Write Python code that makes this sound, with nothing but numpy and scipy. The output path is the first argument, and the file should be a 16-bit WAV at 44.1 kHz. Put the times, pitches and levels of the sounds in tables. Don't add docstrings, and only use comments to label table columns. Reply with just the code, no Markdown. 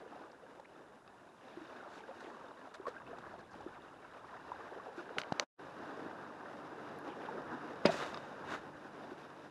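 import sys
import numpy as np
from scipy import signal
from scipy.fft import rfft, irfft
from scipy.io import wavfile

SR = 44100
rng = np.random.default_rng(int(sys.argv[2]) if len(sys.argv) > 2 else 0)


def store_pcm(level_fs):
    pcm = np.round(np.clip(level_fs, -1, 1) * 32767).astype(np.int16)
    wavfile.write(sys.argv[1], SR, np.atleast_2d(pcm).T)


N = 418950
TIME = np.arange(N) / SR


def from_db(db):
    return 10 ** (np.asarray(db) / 20)


def rms_one(x):
    return x / np.sqrt(np.mean(x ** 2) + 1e-20)


def automation(points):
    return np.interp(TIME, *np.transpose(points))


def add(out, s, sound):
    i = int(s * SR)
    out[i:i + len(sound)] += sound[:max(N - i, 0)]


def drift(rate_hz):
    pole = np.exp(-80 * np.pi * rate_hz / SR)
    steps = rng.standard_normal(N // 40 + 2002)
    slow = signal.lfilter([1], [1, -2 * pole, pole * pole], steps)[2000:]
    return np.interp(np.arange(N) / 40, np.arange(len(slow)), rms_one(slow))


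def colour(x, eq):
    hz, db = np.transpose(eq)
    octave = np.log2(np.maximum(np.arange(N // 2 + 1) * SR / N, 1))
    outside = np.abs(octave - np.clip(octave, np.log2(hz[0]), np.log2(hz[-1])))
    gain = from_db(np.interp(octave, np.log2(hz), db) - 30 * outside)
    return rms_one(irfft(rfft(x) * gain, N))


def patchy_noise(patchy_db, rate_hz):
    edges = np.geomspace(60, 15000, 17)
    out, white = 0, rng.standard_normal((2, N))
    for k, band_hz in enumerate(zip(edges, edges[1:])):
        band = signal.sosfilt(signal.butter(2, band_hz, "band", fs=SR, output="sos"), white[k % 2])
        out = out + band * from_db(patchy_db * drift(rate_hz))
    return rms_one(out)


def grains(per_s, spread_db):
    sizes = from_db(spread_db * np.minimum(rng.exponential(1, N), 5)) * rng.choice([-1, 1], N)
    return rms_one(sizes * (rng.random(N) < per_s / SR))


def surges(rows):
    power = 0
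    for s, attack_s, release_s, *db in rows:
        age = np.maximum(TIME - s, 0) / release_s
        fade = (np.minimum(TIME - s, 0) / attack_s) ** 2 + age ** 2 / (.5 + age)
        power = power + from_db(db)[:, None] ** 2 * np.exp(-np.minimum(fade, 40))
    return np.sqrt(power)


def waves(rows):
    return surges([(s, 0.67 * drain_s, drain_s, *db) for s, drain_s, *db in rows])


def bubble(hz, t60, rise_oct_per_s, onset_cycles):
    t = np.arange(int(t60 * SR) + 2) / SR
    envelope = (1 - np.exp(-t * hz / onset_cycles)) * from_db(-60 * t / t60)
    phase = 2 * np.pi * np.cumsum(hz * 2 ** (rise_oct_per_s * t)) / SR
    return envelope / envelope.max() * np.sin(phase)


def bubbling(low_hz, high_hz, spread_db, cycles, max_oct_per_s, count):
    out = np.zeros(N)
    for when, pitch, strength, life, climb in rng.random((count, 5)):
        hz = low_hz * (high_hz / low_hz) ** pitch
        gain = from_db(-spread_db * np.log(strength + .02)) * hz
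        ring = bubble(hz, cycles * (.5 + life) / hz, max_oct_per_s * climb, onset_cycles=0.57)
        add(out, when * N / SR, gain * ring)
    return rms_one(out)


# (f/Hz, level/dB)
SLOSH_EQ = [(90, -20), (130, -13), (180, -6), (300, -0.5), (450, -1.5), (700, -3), (900, -3), (1100, -4.5),
            (1350, -6.5), (1600, -6.5), (1850, -14), (2100, -24), (2400, -41.5)]
SPRAY_EQ = [(1700, 5.5), (2100, 0.5), (2450, 1), (2850, 1), (3250, -4.5), (3750, -1), (4300, -9.5),
            (4950, -6), (6000, -11.5), (7000, -16.5), (8500, -24), (10500, -22), (12500, -27)]
SWASH_EQ = [(20, -14), (45, -9), (80, -1.5), (140, 0.5), (220, -3)]
# (t/s, level/dB)
WASH_RIDE = [
    [(0.0, -56), (1.29, -61.5), (1.78, -56), (2.14, -55.5), (2.62, -57.5), (3.07, -54), (3.51, -56.5),
     (4.25, -54.5), (5.15, -49)],
    [(5.8, -49.5), (6.14, -54), (6.58, -50.5), (7.34, -48.5), (7.67, -48.5), (8.0, -47.5), (8.87, -51.5),
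     (9.15, -51), (9.5, -52.5)],
]
# (t/s, level/dB)
BODY_RIDE = [(0, 1.5), (1.0, 0), (2.3, -1), (2.65, -4), (3.05, 0.5), (3.5, -1), (4.35, -5), (4.75, -5.5),
             (5.15, -2), (5.8, -0.5), (6.9, 1), (7.35, -1.5), (7.7, 0.5), (9.5, .5)]
# (t/s, relative level/dB)
BUBBLE_RIDE = [(0, -12), (3, -8.5), (5.2, -11), (5.7, -15)]
# (crest t/s, drain/s, slosh level/dB, spray level/dB)
WAVELETS = [(0.02, 0.032, -63, -92.5), (0.8, 0.075, -61.5, -75), (1.5, 0.098, -61.5, -68),
            (1.71, 0.038, -57.5, -67), (1.93, 0.13, -58.5, -71), (2.27, 0.12, -53.5, -75),
            (3.14, 0.054, -57.5, -73), (4.36, 0.064, -58, -71), (4.78, 0.038, -61, -84),
            (6.05, 0.27, -47.5, -66), (7.09, 0.11, -48.5, -66), (7.25, 0.031, -44.5, -66),
            (7.42, 0.093, -45, -69), (9.25, 0.37, -71, -68.5)]
# (crest t/s, drain/s, level/dB)
HEAVES = [(3.08, 0.13, -65), (3.5, 0.3, -65.5), (4.3, 0.18, -75), (4.52, 0.099, -68.5), (5.17, 0.027, -68),
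          (5.68, 0.11, -72), (7.44, 0.042, -63), (7.95, 0.13, -63), (8.52, 0.11, -63)]
SPRAY_DB, SWASH_DB, BODY_HZ = -68, -75, 560


def sea():
    wash_db = automation([point for part in WASH_RIDE for point in part])
    wave_slosh, wave_spray = waves(WAVELETS)
    slosh_gain = np.hypot(from_db(wash_db), wave_slosh)
    spray_gain = np.hypot(from_db(SPRAY_DB + 0.79 * (wash_db - wash_db.mean())), wave_spray)
    swash_gain = np.hypot(from_db(SWASH_DB), waves(HEAVES)[0])
    bubble_gain = from_db(automation(BUBBLE_RIDE))
    churn = patchy_noise(patchy_db=1.37, rate_hz=14)
    bubbles = bubbling(201.5, 1973, spread_db=2.0, cycles=30.3, max_oct_per_s=10.4, count=3600)
    fizz = bubbling(1900, 4500, spread_db=2.5, cycles=51, max_oct_per_s=9, count=2000)
    drops = rng.standard_normal(N) + from_db(-5.5) * grains(per_s=1100, spread_db=4.0)
    spray = colour(drops + from_db(-1) * bubble_gain * fizz, SPRAY_EQ)
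    slosh = colour(churn + bubble_gain * bubbles, SLOSH_EQ)
    lows = signal.sosfiltfilt(signal.butter(2, BODY_HZ, fs=SR, output="sos"), slosh)
    slosh += (from_db(automation(BODY_RIDE)) - 1) * lows
    ripple = from_db(1.43 * drift(7.9))
    swash = colour(rng.standard_normal(N), SWASH_EQ)
    return ripple * (slosh_gain * slosh + spray_gain * spray) + swash_gain * swash


# (f/Hz, level/dB)
HISS_EQ = [(2000, -9), (7000, 3), (8500, -1.5), (10200, 0), (12500, -11.5)]


def hiss():
    return from_db(-82) * colour(rng.standard_normal(N), HISS_EQ)


# (t/s, peak level/dB, f/Hz, t60/s)
PLOPS = [(0.028, -46.5, 434, 0.075), (0.06, -46, 486, 0.06), (0.16, -47.5, 713, 0.08),
         (0.239, -48, 1130, 0.035), (0.434, -48.5, 505, 0.041), (0.597, -45, 840, 0.023),
         (0.598, -46, 537, 0.027), (1.572, -38, 342, 0.068), (1.614, -44, 311, 0.11),
         (2.09, -43, 527, 0.12), (2.11, -43, 700, 0.04), (2.799, -39.5, 374, 0.042),
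         (2.855, -39, 1076, 0.076), (2.867, -32.5, 1117, 0.035), (2.871, -35, 590, 0.024),
         (2.881, -31.5, 478, 0.032), (2.965, -42, 1555, 0.062), (3.066, -55, 2600, 0.054),
         (3.085, -47, 287, 0.042), (3.109, -39, 434, .036), (3.131, -40.5, 660, .04),
         (3.339, -43, 690, 0.026), (3.606, -42.5, 804, 0.04), (3.663, -36, 335, 0.038),
         (4.518, -31, 950, 0.025), (4.799, -41.5, 1110, 0.042), (4.978, -38.5, 342, 0.12),
         (5.167, -39, 765, 0.037), (5.174, -35.5, 434, 0.031), (7.287, -35, 860, 0.055),
         (7.311, -42, 470, 0.08), (9.118, -38.5, 357, 0.051)]
BEND_OCT = 0.22


def plops():
    out = np.zeros(N)
    for s, db, hz, t60 in PLOPS:
        add(out, s, from_db(db) * bubble(hz, t60, BEND_OCT / t60, onset_cycles=0.46))
    return out


# (t/s, length/s, peak level/dB, lowest f/Hz, highest f/Hz)
GURGLES = [(0.118, 0.049, -50.5, 600, 1550), (0.692, 0.036, -49.5, 397, 806),
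           (0.793, 0.025, -48.5, 297, 1160), (1.71, 0.04, -48, 443, 1500), (1.852, 0.035, -45, 534, 1160),
           (1.955, 0.03, -47, 303, 1400), (2.235, 0.044, -46, 325, 1650), (2.295, 0.026, -44, 396, 1650),
           (2.505, 0.013, -42.5, 560, 1350), (2.669, 0.0064, -46, 600, 1400),
           (2.866, 0.013, -40, 1100, 1740), (3.0, 0.021, -44, 910, 1730), (3.23, 0.045, -42.5, 950, 1590),
           (3.342, 0.022, -46, 554, 1100), (3.387, 0.008, -45, 500, 1200), (3.76, 0.02, -45.5, 850, 1550),
           (4.238, 0.0093, -44, 860, 1400), (4.33, 0.049, -42, 714, 1790), (4.712, 0.02, -40, 375, 990),
           (4.76, 0.027, -40.5, 375, 804), (4.85, 0.052, -42.5, 425, 840), (5.095, 0.015, -42, 420, 736),
           (5.99, 0.075, -43.5, 260, 507), (7.07, 0.025, -47.5, 275, 479), (7.335, 0.073, -39.5, 300, 560),
           (7.497, 0.05, -40, 232, 526)]
# sprinkles of droplets, and the sleeve's crackle at 1.6-1.8 s; same columns
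CRACKLES = [(0.315, 0.006, -58, 4200, 5400), (0.647, 0.011, -51.5, 1730, 2280),
            (1.635, 0.046, -54.5, 2180, 5500), (1.745, 0.025, -69, 3200, 6500),
            (1.975, 0.04, -53, 2000, 3480), (2.235, 0.043, -53, 2000, 3300), (3.39, 0.022, -60, 3500, 6500),
            (3.51, 0.028, -59, 4170, 6400), (3.6, 0.05, -64, 3200, 6000), (3.745, 0.016, -57, 1900, 2780),
            (7.09, 0.05, -52, 2190, 3130), (7.22, 0.052, -51.5, 2000, 3550)]


def ping_runs(rows, cycles, per_s, base_count):
    out = np.zeros(N)
    for (s, length, db, low_hz, high_hz), chance in zip(rows, rng.random((len(rows), 3, 64))):
        order, late, accent = chance[:, :base_count + int(length * per_s)]
        pitches = np.geomspace(low_hz, high_hz, len(order))[np.argsort(order)]
        run = np.zeros(SR)
        for k, hz in enumerate(pitches):
            ring = bubble(hz, cycles / hz, BEND_OCT * hz / cycles, onset_cycles=0.52)
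            add(run, length * (k + late[k]) / len(pitches), (1 + accent[k]) * ring)
        add(out, s, from_db(db) * run / np.abs(run).max())
    return out


# (t/s, level/dB, t60/s)
SLAPS = [(0.596, -48, 0.028), (2.203, -47, 0.056), (2.591, -52, 0.027), (2.670, -54, .03),
         (2.74, -39.5, .042), (2.749, -46, 0.039), (2.866, -43, 0.042), (2.878, -45.5, 0.092),
         (3.183, -47, 0.038), (3.388, -50, .028), (3.606, -49, 0.036)]
# (f/Hz, level/dB)
SLAP_EQ = [(500, -1.5), (1500, 10.5), (2100, -4.5), (2800, -11.0), (3800, -3.5), (5000, -9.5),
           (7000, -15.0), (11000, -27)]


def slaps(attack_s=0.0044):
    drops = rng.standard_normal(N) + from_db(-2.0) * grains(per_s=2500, spread_db=-4.0)
    out, spray = np.zeros(N), colour(drops, SLAP_EQ)
    for s, db, t60 in SLAPS:
        t = np.arange(int(t60 * SR)) / SR
        envelope = np.minimum(t / attack_s, 1) * from_db(db - 60 * t / t60)
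        add(out, s, envelope * spray[int(s * SR):][:len(t)])
    return out


def strikes(hits, modes, polarity, detune, snap, crack_db, crack_t60, tail_db, tail_t60, order=2):
    out, t = np.zeros(N), np.arange(SR // 5) / SR
    hz, db, t60 = np.transpose(modes)[:, :, None]
    signs = polarity ** np.arange(len(hz))[:, None]
    crack_top = signal.butter(3, 7000, fs=SR, output="sos")
    for s, peak_db, low_hz, high_hz in hits:
        strength = signs * from_db(db + rng.standard_normal(hz.shape))
        pitch = hz * (1 + detune * (2 * rng.random(hz.shape) - 1))
        ring = np.sum(strength * from_db(-60 * t / t60) * np.sin(2 * np.pi * pitch * t), axis=0)
        decay = from_db(crack_db - 60 * t / crack_t60) + from_db(tail_db - 60 * t / tail_t60)
        grit = decay * rng.standard_normal(len(t))
        crack = signal.sosfilt(crack_top, grit + polarity * snap * (t == 0))
        low_cut = signal.butter(2, low_hz, "high", fs=SR, output="sos")
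        high_cut = signal.butter(order, high_hz, fs=SR, output="sos")
        hit = signal.sosfilt(np.vstack([low_cut, high_cut]), ring + crack)
        add(out, s, from_db(peak_db) * hit / np.abs(hit).max())
    return out


# (t/s, peak level/dB, low cut f/Hz, high cut f/Hz)
TICKS = [(1.0770, -46.5, 1100, 2400), (7.8566, -20.5, 2000, 5000), (7.8608, -23.5, 4200, 7500),
         (7.8630, -34, 4800, 7000), (8.1440, -33.5, 600, 4000), (8.1735, -32, 401, 2510)]
# (f/Hz, level/dB, t60/s)
FITTING_MODES = [(600, -1, 0.028), (1176, -0.5, 0.033), (2620, -7, 0.02), (3710, -1.5, 0.018),
                 (4800, -1, 0.016), (5210, -5, 0.021), (6200, -11, 0.013), (9100, -18, 0.011),
                 (11000, -13, 0.008)]


def fitting_ticks():
    return strikes(TICKS, FITTING_MODES, polarity=-1, detune=0.006, snap=0.6,
                   crack_db=-5, crack_t60=0.011, tail_db=-27, tail_t60=0.05)


# (fastest t/s, attack/s, release/s, rub level/dB, swish level/dB)
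STROKES = [(1.63, 0.028, 0.05, -60.5, -80), (1.98, 0.062, 0.015, -62, -70),
           (2.23, 0.072, 0.078, -63, -73.5), (4.97, 0.008, 0.026, -85, -68.5),
           (5.19, 0.0055, 0.0074, -43, -54.5), (7.875, 0.019, 0.042, -43, -64),
           (7.915, 0.0066, 0.053, -46.5, -54.5), (7.98, 0.02, 0.027, -53, -59),
           (8.025, 0.026, 0.012, -39.5, -66), (8.065, 0.018, 0.081, -51, -80),
           (8.548, 0.043, 0.01, -41, -61)]
# (f/Hz, level/dB)
RUB_EQ = [(150, 0.5), (400, 5.5), (1100, 5.5), (1600, 7), (2300, -6.5), (2900, -5.5), (3300, -15.5),
          (3750, -3.5), (4300, -23.5), (6500, -24.5), (8500, -38.5), (12000, -40.5)]
SWISH_EQ = [(2500, 1), (4500, 6.5), (7000, 1), (8500, -6), (12000, -15)]


def sleeve():
    slips = rng.standard_normal(N) + from_db(4.5) * grains(per_s=2500, spread_db=1.5)
    grip = from_db(drift(45))
    rub, swish = surges(STROKES)
    return grip * (rub * colour(slips, RUB_EQ) + swish * colour(slips, SWISH_EQ))


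# (t/s, peak level/dB, low cut f/Hz, high cut f/Hz)
CLICKS = [(5.1842, -16.5, 1200, 3000), (5.1858, -32, 3000, 8500), (5.2015, -40, 1500, 4530),
          (5.2166, -27, 1100, 4800), (5.2353, -33.5, 900, 2800), (5.3248, -30.5, 2600, 6100),
          (5.3974, -12.5, 850, 6600), (5.3988, -27, 350, 1700), (6.9880, -52, 7500, 12000)]
THUMPS = [(5.1835, -38, 150, 400), (5.3220, -20, 160, 1595)]
# (f/Hz, level/dB, t60/s)
GEAR_MODES = [(590, -8.5, 0.017), (1100, -15.5, 0.009), (1520, -6, 0.013), (2210, -4.5, 0.005),
              (2990, -2, 0.0062), (4000, 1, 0.0035), (4540, -2.5, 0.0056), (6030, -4, 0.0052),
              (10860, 1.5, 0.005)]
DAMPED_MODES = [(185, -6, 0.022), (310, -5, 0.016), (773, 3, 0.0092), (1400, -5.5, 0.009)]


def gear():
    clicks = strikes(CLICKS, GEAR_MODES, polarity=1, detune=0.02, snap=0.8,
                     crack_db=-2.5, crack_t60=0.0083, tail_db=-31, tail_t60=0.19, order=4)
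    thumps = strikes(THUMPS, DAMPED_MODES, polarity=1, detune=0.02, snap=0.5,
                     crack_db=-7, crack_t60=0.008, tail_db=-26, tail_t60=0.05)
    return clicks + thumps


# (multiple of the firing rate, rms level/dB)
ENGINE_PARTIALS = [(2, -75.5), (3, -69), (4, -74), (4.999, -73.5), (6.1, -64.5)]


def boat(start_s=5.55, firing_hz=48.85, waver=0.0015, flutter_db=1.5):
    phase = 2 * np.pi * np.cumsum(firing_hz * (1 + waver * drift(3.3))) / SR
    hum = sum(from_db(db + flutter_db * drift(6.5)) * np.sin(k * phase) for k, db in ENGINE_PARTIALS)
    return (TIME > start_s) * np.sqrt(2) * hum


# (t/s, peak level/dB, low cut f/Hz, high cut f/Hz)
KNOCKS = [(7.8513, -21.5, 152, 800), (7.8521, -10.5, 161, 1060), (7.8567, -23, 1300, 2800),
          (7.8585, -16.5, 199, 1290), (7.8695, -29, 506, 2500), (7.8757, -33, 905, 1800),
          (7.8875, -25.5, 200, 1000), (7.9410, -30, 250, 1300)]
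# (f/Hz, level/dB, t60/s)
HOUSING_MODES = [(163, -16.5, 0.23), (226, -1, 0.071), (382, 2, 0.085), (573, 1.5, 0.092), (696, 2, 0.037),
                 (928, -13.5, 0.13), (1110, -5, 0.018), (1470, -11, 0.028), (1800, -1, 0.024),
                 (2270, -10, 0.028), (2525, -1.5, 0.068), (3660, -15, 0.025)]


def housing_knocks():
    return strikes(KNOCKS, HOUSING_MODES, polarity=-1, detune=0.0035, snap=16.0,
                   crack_db=0, crack_t60=0.053, tail_db=-1, tail_t60=0.09)


def squeak(start_s=7.886, length_s=0.018, hz=666, peak_db=-24):
    out, t = np.zeros(N), np.arange(int(length_s * SR)) / SR
    swell = np.sin(np.pi * (t / length_s) ** 2)
    add(out, start_s, from_db(peak_db) * swell * np.sin(2 * np.pi * hz * t))
    return out


def scene():
    water = sea() + plops() + slaps()
    gurgles = ping_runs(GURGLES, cycles=19.4, per_s=100, base_count=5)
    crackles = ping_runs(CRACKLES, cycles=22.5, per_s=160, base_count=3)
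    handling = gear() + fitting_ticks() + housing_knocks() + squeak()
    return (water + gurgles + crackles + handling + hiss() + sleeve() + boat())[None]


DROPOUT_START_S, DROPOUT_END_S, DROPOUT_DB = 5.436, 5.594, -65
FADE_OUT_DB_PER_S, FADE_IN_DB_PER_S, HIGH_CUT_HZ = 1701.5, 1901, 12500


def record(dry):
    fade_out_db = FADE_OUT_DB_PER_S * (DROPOUT_START_S - TIME)
    fade_in_db = FADE_IN_DB_PER_S * (TIME - DROPOUT_END_S)
    gain = from_db(np.clip(np.maximum(fade_out_db, fade_in_db), DROPOUT_DB, 0))
    return signal.sosfilt(signal.ellip(10, .1, 80, HIGH_CUT_HZ, fs=SR, output="sos"), dry * gain)


dry = scene()
out = record(dry)
store_pcm(out)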